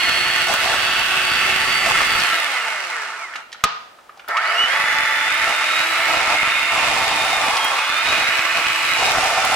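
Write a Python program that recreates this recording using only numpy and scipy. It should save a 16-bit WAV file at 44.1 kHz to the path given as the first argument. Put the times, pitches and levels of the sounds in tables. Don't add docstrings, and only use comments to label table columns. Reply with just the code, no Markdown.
import sys
import numpy as np
from scipy import signal
from scipy.fft import rfft, irfft, next_fast_len
from scipy.io import wavfile
from scipy.ndimage import uniform_filter1d, map_coordinates

SR = 44100
rng = np.random.default_rng(int(sys.argv[2]) if len(sys.argv) > 2 else 0)


def undo_db(level):
    steps = np.asarray(level, float) / 20
    return 10 ** steps


def put_to_file(sound):
    columns = np.atleast_2d(sound).T
    safe = np.clip(columns, -1, 1)
    whole_steps = np.round(safe * 32767)
    wavfile.write(sys.argv[1], SR, whole_steps.astype(np.int16))


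N = 421155

T = np.arange(N) / SR
POWER_OFF_S, POWER_ON_S, STOP_S, MAINS_HZ = 2.15, 4.278, 3.4, 60.0
POWERED = (T < POWER_OFF_S) | (T > POWER_ON_S)
MAINS_PULSE = POWERED * np.sin(2 * np.pi * 2 * MAINS_HZ * T)
SLOTS = 12
BITE_S, BITE_LENGTH_S = 4.665, .045
CONTACT_S = .0015
FRAME = 512
# multiple of shaft rate, centre t/s, length/s, level/dB
SHAFT_SWELLS = [(1, 2.9, .14, 6), (2, 4.62, .4, 9), (3, 4.5, .3, 6), (3, 5.03, .4, 5), (4, 4.45, .25, 6),
                (2, 5.7, .7, 1), (3, 1, 2, 3), (3, 6.6, .6, 3), (36, 1, 2.4, -3), (36, 7.1, 5, 4),
                (35, 7.1, 5, 6), (24, 7.1, 5, 2), (3, 2.9, .6, 4), (4, 3, .4, 4), (3, 8.0, .5, 5),
                (2, 8.0, .5, 4), (4, 2.4, .4, 4), (8, 2.5, .2, 7), (6, 2.4, .3, 5), (9, 5.7, .6, 3),
                (12, 2.42, .1, 3), (12, 2.66, .24, 10), (12, 2.98, .2, 15), (12, 4.4, .2, 3),
                (12, 4.62, .1, 3), (24, 3.25, .16, 7), (24, 4.45, .2, 4), (36, 4.5, .3, -8),
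                (48, 4.5, .3, -8), (36, 2.4, .4, 7), (48, 3.27, .12, 8)]


def unit(x):
    return x / np.sqrt(np.mean(x ** 2))


def on_log(points, hz):
    f, v = np.transpose(points)
    return np.interp(np.log(np.maximum(hz, 1)), np.log(f), v)


def colour(x, db_at):
    size = next_fast_len(N)
    gain = undo_db(db_at(np.arange(size // 2 + 1) * SR / size))
    return irfft(rfft(x, size) * gain, size)[..., :N]


def bandpass(x, low, high, order=2):
    return signal.sosfilt(signal.butter(order, [low, high], "band", fs=SR, output="sos"), x)


def resonance_db(hz, modes):
    power = sum(undo_db(db) ** 2 / (1 + (2 * (hz - f) / w) ** 2) for f, w, db in modes)
    return 10 * np.log10(1 + power)


def walk(rate):
    k = int(SR / rate)
    return 0.67 * uniform_filter1d(np.repeat(rng.standard_normal(N // k + 1), k), k)[:N]


def swells(rows, multiple=None):
    rows = [row[-3:] for row in rows if multiple in (None, row[0])]
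    if not rows:
        return 0
    t = np.arange(0, N + FRAME, FRAME) / SR
    bumps = sum(db * np.exp(-(2 * (t - s) / length) ** 4) for s, length, db in rows)
    return np.interp(T, t, bumps)


def kitchen():
    # f/Hz, level/dB per Hz
    room_hiss = [(25, -20), (45, 1), (65, -2), (85, -6), (160, -2), (350, 1.5), (700, 9.5), (1200, 3.5),
                 (2400, -2), (4000, -7), (8000, -12.5), (15000, -20)]
    noise = rng.standard_normal((3, N))
    return undo_db(-50.5) * unit(colour(noise[:2] + 1.1 * noise[2], lambda f: on_log(room_hiss, f)))


def room(x, t60_low, t60_high, wet_db):
    t = np.arange(SR) / SR
    noise = rng.standard_normal((2, SR)) * np.minimum(t / 0.0024, 1)
    low = bandpass(noise, 450, 3500, order=1)
    tail = low * undo_db(-60 * t / t60_low) + 0.14 * noise * undo_db(-60 * t / t60_high)
    return x + undo_db(wet_db) * signal.fftconvolve(x[None], tail, axes=1)[:, :N]


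def ring(hz, t60):
    t = np.arange(int(.4 * SR)) / SR
    return np.sin(2 * np.pi * hz * t) * np.exp(-np.log(1000) * t / t60) * np.minimum(t / CONTACT_S, 1)


def add(out, s, sound):
    i = int(s * SR)
    out[i:i + len(sound)] += sound[:N - i]


def knocks():
    # t/s, peak level/dB, ring f/Hz, crack level/dB
    blows = [(0.483, -12, 3750, -27), (0.539, -4.5, 1380, -13), (0.699, -8, 1770, -31),
             (1.886, -16, 1870, -12), (1.888, -7, 1155, -30), (1.908, -11, 900, -30),
             (2.017, -18, 2600, -30), (2.006, -1.5, 1144, -29.5), (2.196, -11, 1640, -28),
             (0.47, -10, 885, -30), (2.198, -9, 3950, -30), (3.358, -26, 4440, -30),
             (3.337, -17, 1860, -34), (3.355, -11, 1310, -31), (3.357, -17, 2500, -30),
             (3.357, -18, 1780, -30), (3.518, -26, 3200, -30), (3.527, -19.5, 3600, -40),
             (3.527, -20, 1850, -30), (3.606, -29, 2100, -35), (3.546, -22, 1430, -32),
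             (3.593, -31, 1480, -35), (3.987, -29.5, 1280, -32), (4.093, -22.5, 1210, -45),
             (4.173, -35, 3300, -30), (4.173, -29, 794, -30), (4.195, -24, 1400, -30),
             (4.194, -26, 2330, -34), (4.218, -31, 1397, -40), (4.244, -29, 1400, -30),
             (4.284, -22, 3650, -2), (4.290, -12, 690, -26), (4.368, -7.5, 2270, -28),
             (4.370, -18, 3720, -30), (5.499, -21, 1980, -30), (6.139, -6, 1300, -37),
             (7.303, -9, 860, -25), (7.465, -4, 820, -24), (7.567, -7.5, 3130, -30), (7.569, -17, 810, -24),
             (7.645, -5, 865, -10), (8.085, -15, 3737, -40), (8.986, -15, 3340, -27),
             (9.151, -5, 1200, -39), (9.383, -7, 868, -25), (9.451, -8, 802, -9)]
    out = np.zeros(N)
    t = np.arange(900) / SR
    contact = np.minimum(t / CONTACT_S, 1)
    for s, db, hz, crack_db in blows:
        noise = rng.standard_normal(len(t))
        burst = bandpass(noise, .6 * hz, 1.7 * hz) * np.exp(-t / .008) * contact
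        crack = np.diff(noise, prepend=0) / 3 * np.exp(-t / 0.004)
        add(out, s, undo_db(db - 4) * ring(hz, 0.025 * min(1, 1400 / hz)))
        add(out, s, undo_db(db - 3) * burst)
        add(out, s, undo_db(db + crack_db + 5) * crack)
    return out


def lever_snap():
    # f/Hz, level/dB, t60/s
    shell_modes = [(45, -25, .04), (95, -20, .03), (170, -15, .03), (330, -13, .015), (480, -19, .03),
                   (670, -11, .03), (1130, -8, .02), (1240, 2, .045), (1370, -8, .02), (2100, -8, .005),
                   (2860, -6, .004), (3665, -6, .004), (4600, -2, .004)]
    snap_s, snap_db = 3.638, 3
    t = np.arange(900) / SR
    contact = np.minimum(t / CONTACT_S, 1)
    shell, click, crack = np.zeros((3, N))
    add(shell, snap_s, undo_db(snap_db - 8) * sum(undo_db(db) * ring(hz, t60) for hz, db, t60 in shell_modes))
    add(shell, snap_s + 0.013, undo_db(-22) * (ring(222, 0.024) + ring(450, 0.04)))
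    impulse = 1. * (t == 0)
    add(click, snap_s, undo_db(20) * bandpass(bandpass(impulse, 750, 5600), 750, 5600))
    dull = bandpass(rng.standard_normal(len(t)), 750, 5600) * np.exp(-t / 0.0057) * contact
    bright = np.diff(rng.standard_normal(len(t)), prepend=0) * np.exp(-t / 0.0027) * contact
    add(crack, snap_s, undo_db(snap_db - 2.5) * dull + undo_db(snap_db - 15) * bright)
    return shell, click, crack


def hits():
    shell, click, crack = lever_snap()
    return room(knocks() + shell + click, 0.61, 0.3, -35) - click + crack


def controls():
    # t/s, shaft f/Hz
    driven_speed = [(0, 359.6), (.69, 372.8), (2.062, 382.8), (2.199, 371.7), (5.241, 291.1), (5.42, 311.5),
                    (5.57, 302.6), (6.032, 332.7), (6.23, 309.2), (6.901, 302.3), (7.35, 306.8),
                    (7.601, 268.9), (7.76, 274), (8.109, 316.5), (8.399, 325.3), (8.93, 325.5),
                    (9.218, 301.2), (9.55, 295.8)]
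    # t/s, length/s, level/dB
    presses = [(0.485, 0.066, 12.5), (0.64, 0.12, 7.5), (1.48, 0.031, 4), (1.848, 0.074, 9),
               (2.0, 0.028, 6), (5.466, 0.076, 8), (6.08, 0.19, 7), (6.274, 0.091, 10), (6.719, 0.84, 9.5),
               (7.544, 0.26, 8.5), (8.044, 0.19, 5.5), (8.556, 0.062, 7.5), (8.974, 0.59, 13)]
    inertia_s, press_ramp_s, usual_hz = .07, 0.033, 320
    brake_s, brake_hz_per_s = 2.22, 340
    lift_s, coast_hz_per_s = 2.6, 237
    kick_hz, spin_up_s, spin_up_shape, bite_sag_hz = 28, .22, 1.4, 15
    when = np.where(T < STOP_S, T, np.maximum(T, driven_speed[4][0] - inertia_s))
    driven = np.interp(when, *np.transpose(driven_speed))
    driven = uniform_filter1d(driven, size=int(inertia_s * SR))
    braked = brake_hz_per_s * np.clip(T - brake_s, 0, lift_s - brake_s)
    coast = driven[int(brake_s * SR)] - braked - coast_hz_per_s * np.maximum(T - lift_s, 0)
    rise = 1 - np.exp(-(np.maximum(T - POWER_ON_S, 0) / spin_up_s) ** spin_up_shape)
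    restart = kick_hz + (driven - kick_hz) * rise
    hz = np.where(T < brake_s, driven, np.where(T < POWER_ON_S, np.maximum(coast, 20), restart))
    hz = hz - bite_sag_hz * np.exp(-((T - BITE_S) / BITE_LENGTH_S) ** 2)
    press = sum(db * np.clip(np.minimum(T - s, s + length - T) / press_ramp_s + .5, 0, 1)
                for s, length, db in presses)
    return hz, 20 * np.log10(hz / usual_hz), press, (T < brake_s) | (T > POWER_ON_S)


def stillness():
    stopped = -60 * np.clip((T - STOP_S) / .22, 0, 1) * (T < POWER_ON_S)
    onset_dip = 9 * np.clip(1 - (T - POWER_ON_S) / .02, 0, 1) * (T >= POWER_ON_S)
    return stopped - onset_dip


def bowl(press_db, turns):
    # f/Hz, width/Hz, level/dB
    glass_modes = [(685.4, 50, -7), (768.4, 36, -2.5), (884, 113, -5), (1003, 150, -4.5)]
    stroke = (turns / 21.5 + 0.15 * walk(2.4)) % 1
    push = np.exp(-stroke / 0.38) * rng.standard_normal(N)
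    drum = sum(undo_db(db) * unit(bandpass(push, hz - w / 2, hz + w / 2)) for hz, w, db in glass_modes)
    return drum * undo_db(-43.5 + press_db)


def tone(multiple, turns, db, waver_db):
    lag = np.array([[0], [.04 * multiple * np.sign(13 - multiple)]]) * (1 + (multiple > 29))
    level = np.sqrt(2) * undo_db(db + waver_db * walk(13))
    return level * np.sin(2 * np.pi * (multiple * turns % 1) + 0.9 * walk(30) - lag)


def casing_db(hz):
    # f/Hz, level/dB per Hz
    broad = [(190, -19), (330, -10.5), (526, -6.5), (881, -4.5), (955, -6), (1360, 3), (1680, -1.5),
             (2140, 3), (4480, -10), (6290, -16), (8960, -19), (15500, -38.5)]
    # f/Hz, width/Hz, level/dB
    shell_modes = [(677, 16.7, 9.5), (750, 13, -12), (884, 25.4, 10), (1170, 83, 2.5), (1332, 28, 8),
                   (1460, 38, 5), (1616, 30, 6), (1782, 54, 9), (1989, 49, 6.5), (2153, 57, 6.5),
                   (2500, 89, 4.5), (2664, 75, 1), (2887, 52, 6.5), (5080, 550, -2.5)]
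    low_cut = 40 * np.log10(1 + (260 / (hz + 1)) ** 2)
    return on_log(broad, hz) + resonance_db(hz, shell_modes) - low_cut


def shaft_lines(hz, turns, speed_db, pulling, still_db):
    hums = [(1, -30, 2.4, .7), (2, -40, 1.2, .2), (3, -42, 1.2, .3), (4, -46, 1.2, .3), (6, -49, 1, .6),
            (8, -44, 1, 2), (9, -38.5, 5, 3), (10, -45, 2, 3)]
    grid = np.arange(0, 20000, 5)
    shell_db = casing_db(grid)
    out = 0
    for k, db, drive, coast in hums:
        level_db = db + np.interp(k * hz, grid, shell_db) + np.where(pulling, drive, coast) * speed_db
        out = out + tone(k, turns, level_db + still_db + swells(SHAFT_SWELLS, k), 3.1)
    return out


def pull_db(hz, pulling):
    slow = 12 * pulling * np.clip(1 - hz / 260, 0, 1) ** .5
    bite = 11 * np.exp(-((T - BITE_S + .04) / BITE_LENGTH_S) ** 4)
    return slow + bite - 20 * np.clip(1.6 - hz / 55, 0, 1)


def slot_lines(hz, turns, speed_db, pulling, still_db):
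    high_lines = [(21, -55), (22, -55), (24, -52), (26, -58), (30, -57), (32, -61), (33, -59), (35, -60),
                  (36, -55), (48, -64)]
    # f/Hz, width/Hz, level/dB
    slot_rings = [(2100, 500, 18), (4400, 600, 8)]
    slot_db = np.where(pulling, .6 * np.maximum(speed_db, -1.5), -3) + still_db
    out = 0
    for k, db in high_lines:
        level_db = db + slot_db + swells(SHAFT_SWELLS, k)
        if k % SLOTS == 0 or k > 29:
            level_db = level_db + sum(lift / (1 + (2 * (k * hz - f) / w) ** 2) for f, w, lift in slot_rings)
        if k == 2 * SLOTS:
            level_db = level_db + .2 * pull_db(hz, pulling)
        out = out + tone(k, turns, level_db, 4)
    return out


def slot_whine(hz, turns, speed_db, press, pulling, still_db):
    # f/Hz, width/Hz, level/dB
    whine_path = [(1240, 200, 12), (2880, 250, 7), (3250, 130, 11), (3540, 140, 7), (3640, 50, 6),
                  (3800, 110, 9), (3975, 50, 3), (4340, 170, 12), (4570, 80, 6)]
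    # centre t/s, length/s, level/dB
    whine_swells = [(.03, .12, 2), (.22, 0.16, 2), (.7, .2, -6), (1.13, 0.18, -10), (1.54, .12, -9),
                    (1.76, 0.13, 1.5), (2.0, .12, -4), (4.8, 0.1, -4), (5.43, 0.13, 0), (5.74, .07, 1),
                    (6.32, 0.32, -7), (6.55, 0.088, 0), (6.86, 0.27, -6), (7.27, 0.27, 7), (7.65, 0.09, 5),
                    (7.76, .06, -3), (8.0, 0.05, 4), (8.09, .06, 10), (8.58, 0.47, -9), (8.93, .08, 4),
                    (9.08, 0.062, 7)]
    db = -41 + pull_db(hz, pulling) + resonance_db(SLOTS * hz, whine_path)
    db = db + ~pulling * (-5 + .75 * speed_db) - .33 * press + still_db
    db = db + swells(whine_swells) + swells(SHAFT_SWELLS, SLOTS)
    beat = .15 + .7 * np.clip(1.3 - hz / 200, 0, 1)
    return tone(SLOTS, turns, db, 2) * (1 + beat * MAINS_PULSE)


def rattle(turns, repeat_db, click_db):
    pattern = rng.standard_normal((400, 97))
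    pattern[:, -1] = pattern[:, 0]
    where = [turns / 14, turns % 1 * 96]
    repeat = map_coordinates(pattern, where, order=1, mode="wrap")
    clicks = (rng.random(N) < 250 / SR) * rng.standard_normal(N)
    scrape = rng.standard_normal(N) + undo_db(repeat_db) * unit(repeat)
    return (1 + 0.048 * MAINS_PULSE) * scrape + undo_db(click_db) * unit(clicks)


def breathe(pair, swell):
    layer_hz = (750, 1300, 2400, 7000, 13000)
    # t/s, length/s, f/Hz, width/Hz, level/dB
    facing = [(-0.2, 0.65, 3280, 250.0, 7), (-0.11, 1.4, 2680, 251, 4), (-0.1, 0.59, 2840.0, 400.0, 3),
              (-0.06, 1.4, 2270, 700.0, -5), (0.62, 0.81, 1520, 150.0, 7), (0.78, 0.74, 3300, 700.0, 3),
              (0.882, 1, 2680, 250.0, 4.5), (1.238, 1.3, 2190, 150.0, -3), (1.29, 1.37, 2416, 250.0, -4),
              (4.28, 0.29, 1860, 150.4, 10.5), (4.28, 0.26, 2230, 152, 11), (4.28, 0.31, 4780, 198, 9),
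              (4.265, 0.36, 650, 250.0, 9), (4.28, 1.3, 1880, 696, 3), (4.28, 1.6, 2860, 700.0, -1),
              (4.292, 0.39, 1310, 150.0, 6), (1.4, 0.35, 2200, 100, 1), (8.2, 0.42, 1300, 200, -4),
              (1.85, 0.27, 2044, 300, 0.5), (4.393, 0.33, 2950, 250.0, 10), (4.67, 1.77, 2280, 148, 3),
              (4.754, 0.46, 1940, 150.0, 7), (5.01, 0.51, 2320, 250.0, 0.5), (5.33, 2.1, 1360, 250.0, 2.5),
              (5.45, 0.28, 2500.0, 700.0, 0.5), (6.11, 0.84, 3630, 150.1, 8),
              (6.23, 0.75, 2500.0, 398.5, 4), (6.36, 0.42, 2130, 150.0, 5), (6.442, 0.74, 1040, 250.0, 8.5),
              (6.54, 0.31, 2744, 149.8, 8), (6.85, 0.27, 1280, 400.0, -3.5),
              (7.049, 0.59, 2500.0, 251, 2.5), (7.12, 1.44, 3663, 246.8, 5), (7.211, 0.85, 1015, 402, 9),
              (7.29, 1.6, 1840, 400.0, -2), (7.61, 1.96, 1562, 150.0, 3.5), (7.65, 1.53, 2470, 250.0, 5.5),
              (7.7, 1.5, 4200, 400.0, 3.5), (8.316, 0.71, 1090, 149.5, 9.5), (8.871, 0.13, 2200, 150.0, 0),
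              (8.919, 0.37, 2316, 149, 4), (9.138, 0.65, 1330, 400.4, 6.5)]
    f, s, z = signal.stft(pair, SR, nperseg=FRAME, noverlap=FRAME * 3 // 4)
    at = np.minimum((s * SR).astype(int), N - 1)
    db, jolt, octaves = 0, walk(17), np.log2(f + 1)[:, None]
    for centre in np.arange(7, 14.6, .5):
        share = [np.interp(centre, np.log2(layer_hz), row) for row in np.eye(len(layer_hz))]
        overlap = np.clip(1 - abs(octaves - centre) / .5, 0, 1)
        flicker = 1.2 * walk(2.335) + walk(14) + 0.8 * jolt
        db = db + overlap * (share @ swell[:, at] + flicker[at])
    start, length, hz, width, lift_db = np.transpose(facing)[:, :, None]
    panel_db = lift_db * np.exp(-(2 * (f - hz) / width) ** 2)
    db = db + panel_db.T @ np.exp(-(2 * (s - start) / length - 1) ** 4)
    return signal.istft(z * undo_db(db), SR, nperseg=FRAME, noverlap=FRAME * 3 // 4)[1][:, :N]


def casing_rattle(turns, speed_db, press, pulling):
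    # t/s, level/dB
    aim = [(0, -1.5), (2.2, -0.5), (4.3, 5.5), (5.3, 0), (6.0, 1.5), (6.8, 0), (7.5, -2), (7.85, -1),
           (8.2, 1.5), (9.0, -1.5), (9.55, -3)]
    # level/dB, dB per dB of speed driven, the same coasting, dB per dB pressed, dB per dB turned
    layers = [
        (1, 1.45, 1.35, 0.88, 1),
        (-1, 0.35, 0.75, 0.0146, 1),
        (-1, 1.82, 1.86, 0, 0.15),
        (-0.5, 0.9, 0.83, 0.44, -.5),
        (-0.5, 1.8, 1.8, 0.16, -0.1),
    ]
    # f/Hz, side minus mid level/dB
    spread = [(60, 0), (110, 9), (200, -5), (380, -15), (700, -8.5), (1290, -10.5), (2380, -5),
              (4400, -0.5), (8120, 0), (15000, 6.5)]
    turned = np.interp(T, *np.transpose(aim))
    swell = []
    for db, drive, coast, push, turn in layers:
        motor_db = np.where(pulling, drive * np.maximum(speed_db, -8), coast * speed_db)
        swell.append(db + motor_db + push * press + turn * turned)
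    mid = colour(rattle(turns, -12.5, -8), casing_db)
    side = colour(rattle(turns, -22.0, -2.0), lambda f: casing_db(f) + on_log(spread, f))
    pair = np.array([mid, side]) / np.std(mid) * undo_db(-19.5)
    mid, side = breathe(pair, np.array(swell))
    return np.array([mid + side, mid - side])


def mixer():
    hz, speed_db, press, pulling = controls()
    turns = np.cumsum(hz) / SR
    still_db = stillness()
    out = casing_rattle(turns, speed_db, press, pulling) * undo_db(still_db)
    out = out + shaft_lines(hz, turns, speed_db, pulling, still_db)
    out = out + slot_lines(hz, turns, speed_db, pulling, still_db)
    out = out + slot_whine(hz, turns, speed_db, press, pulling, still_db)
    return out + bowl(1.45 * press + 0.9 * speed_db + still_db, turns)


def scene():
    # f/Hz, left minus right level/dB
    tilt = [(60, -8.0), (110, -8.0), (200, -7.5), (380, -1.5), (700, -1), (1290, -1), (2380, -3.5),
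            (4400, -2.5), (8120, -1), (15000, -3.5)]
    near = mixer() + hits()
    left = colour(near[0], lambda f: on_log(tilt, np.maximum(f, 500)) / 2)
    right = colour(near[1], lambda f: -on_log(tilt, np.maximum(f, 500)) / 2)
    return np.array([left, np.roll(right, shift=1)]) + kitchen()


def top_cut(x):
    return signal.sosfilt(signal.butter(12, 16080, fs=SR, output="sos"), x)


def record(dry):
    # t/s, level/dB
    headroom = [(0, 0), (1.1, -1), (1.6, 0.5), (2.33, -5), (2.41, 9), (4.52, 10), (4.6, -6.5), (4.75, -1),
                (5.2, -1), (5.8, 2.5), (6.6, -0.5), (7.55, -1.5), (7.75, 2), (7.98, 2), (8.1, 0.5),
                (8.45, 3.5), (8.9, 0), (9.1, 2)]
    hz, speed_db, press, pulling = controls()
    ceiling_db = -9.5 + np.where(pulling, -2.44 * speed_db, 6) - 0.33 * press
    ceiling_db += np.interp(T, *np.transpose(headroom))
    ears_db = np.array([[2.1], [-1.6]])
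    ceiling = undo_db(np.minimum(ceiling_db, 0) + 1.5 * walk(13) + ears_db)
    excess = dry - np.clip(dry, -ceiling, 1.135 * ceiling)
    thump = signal.sosfilt(signal.butter(1, 350, fs=SR, output="sos"), excess)
    flat = dry - 0.047 * excess - 2.27 * thump
    flat = signal.sosfilt(signal.ellip(10, .2, 70, 15800, fs=SR, output="sos"), flat)
    flat = signal.sosfilt(signal.butter(1, 15, "high", fs=SR, output="sos"), flat)
    return top_cut(np.clip(flat, -1, 1))


dry = scene()
out = record(dry)
put_to_file(out)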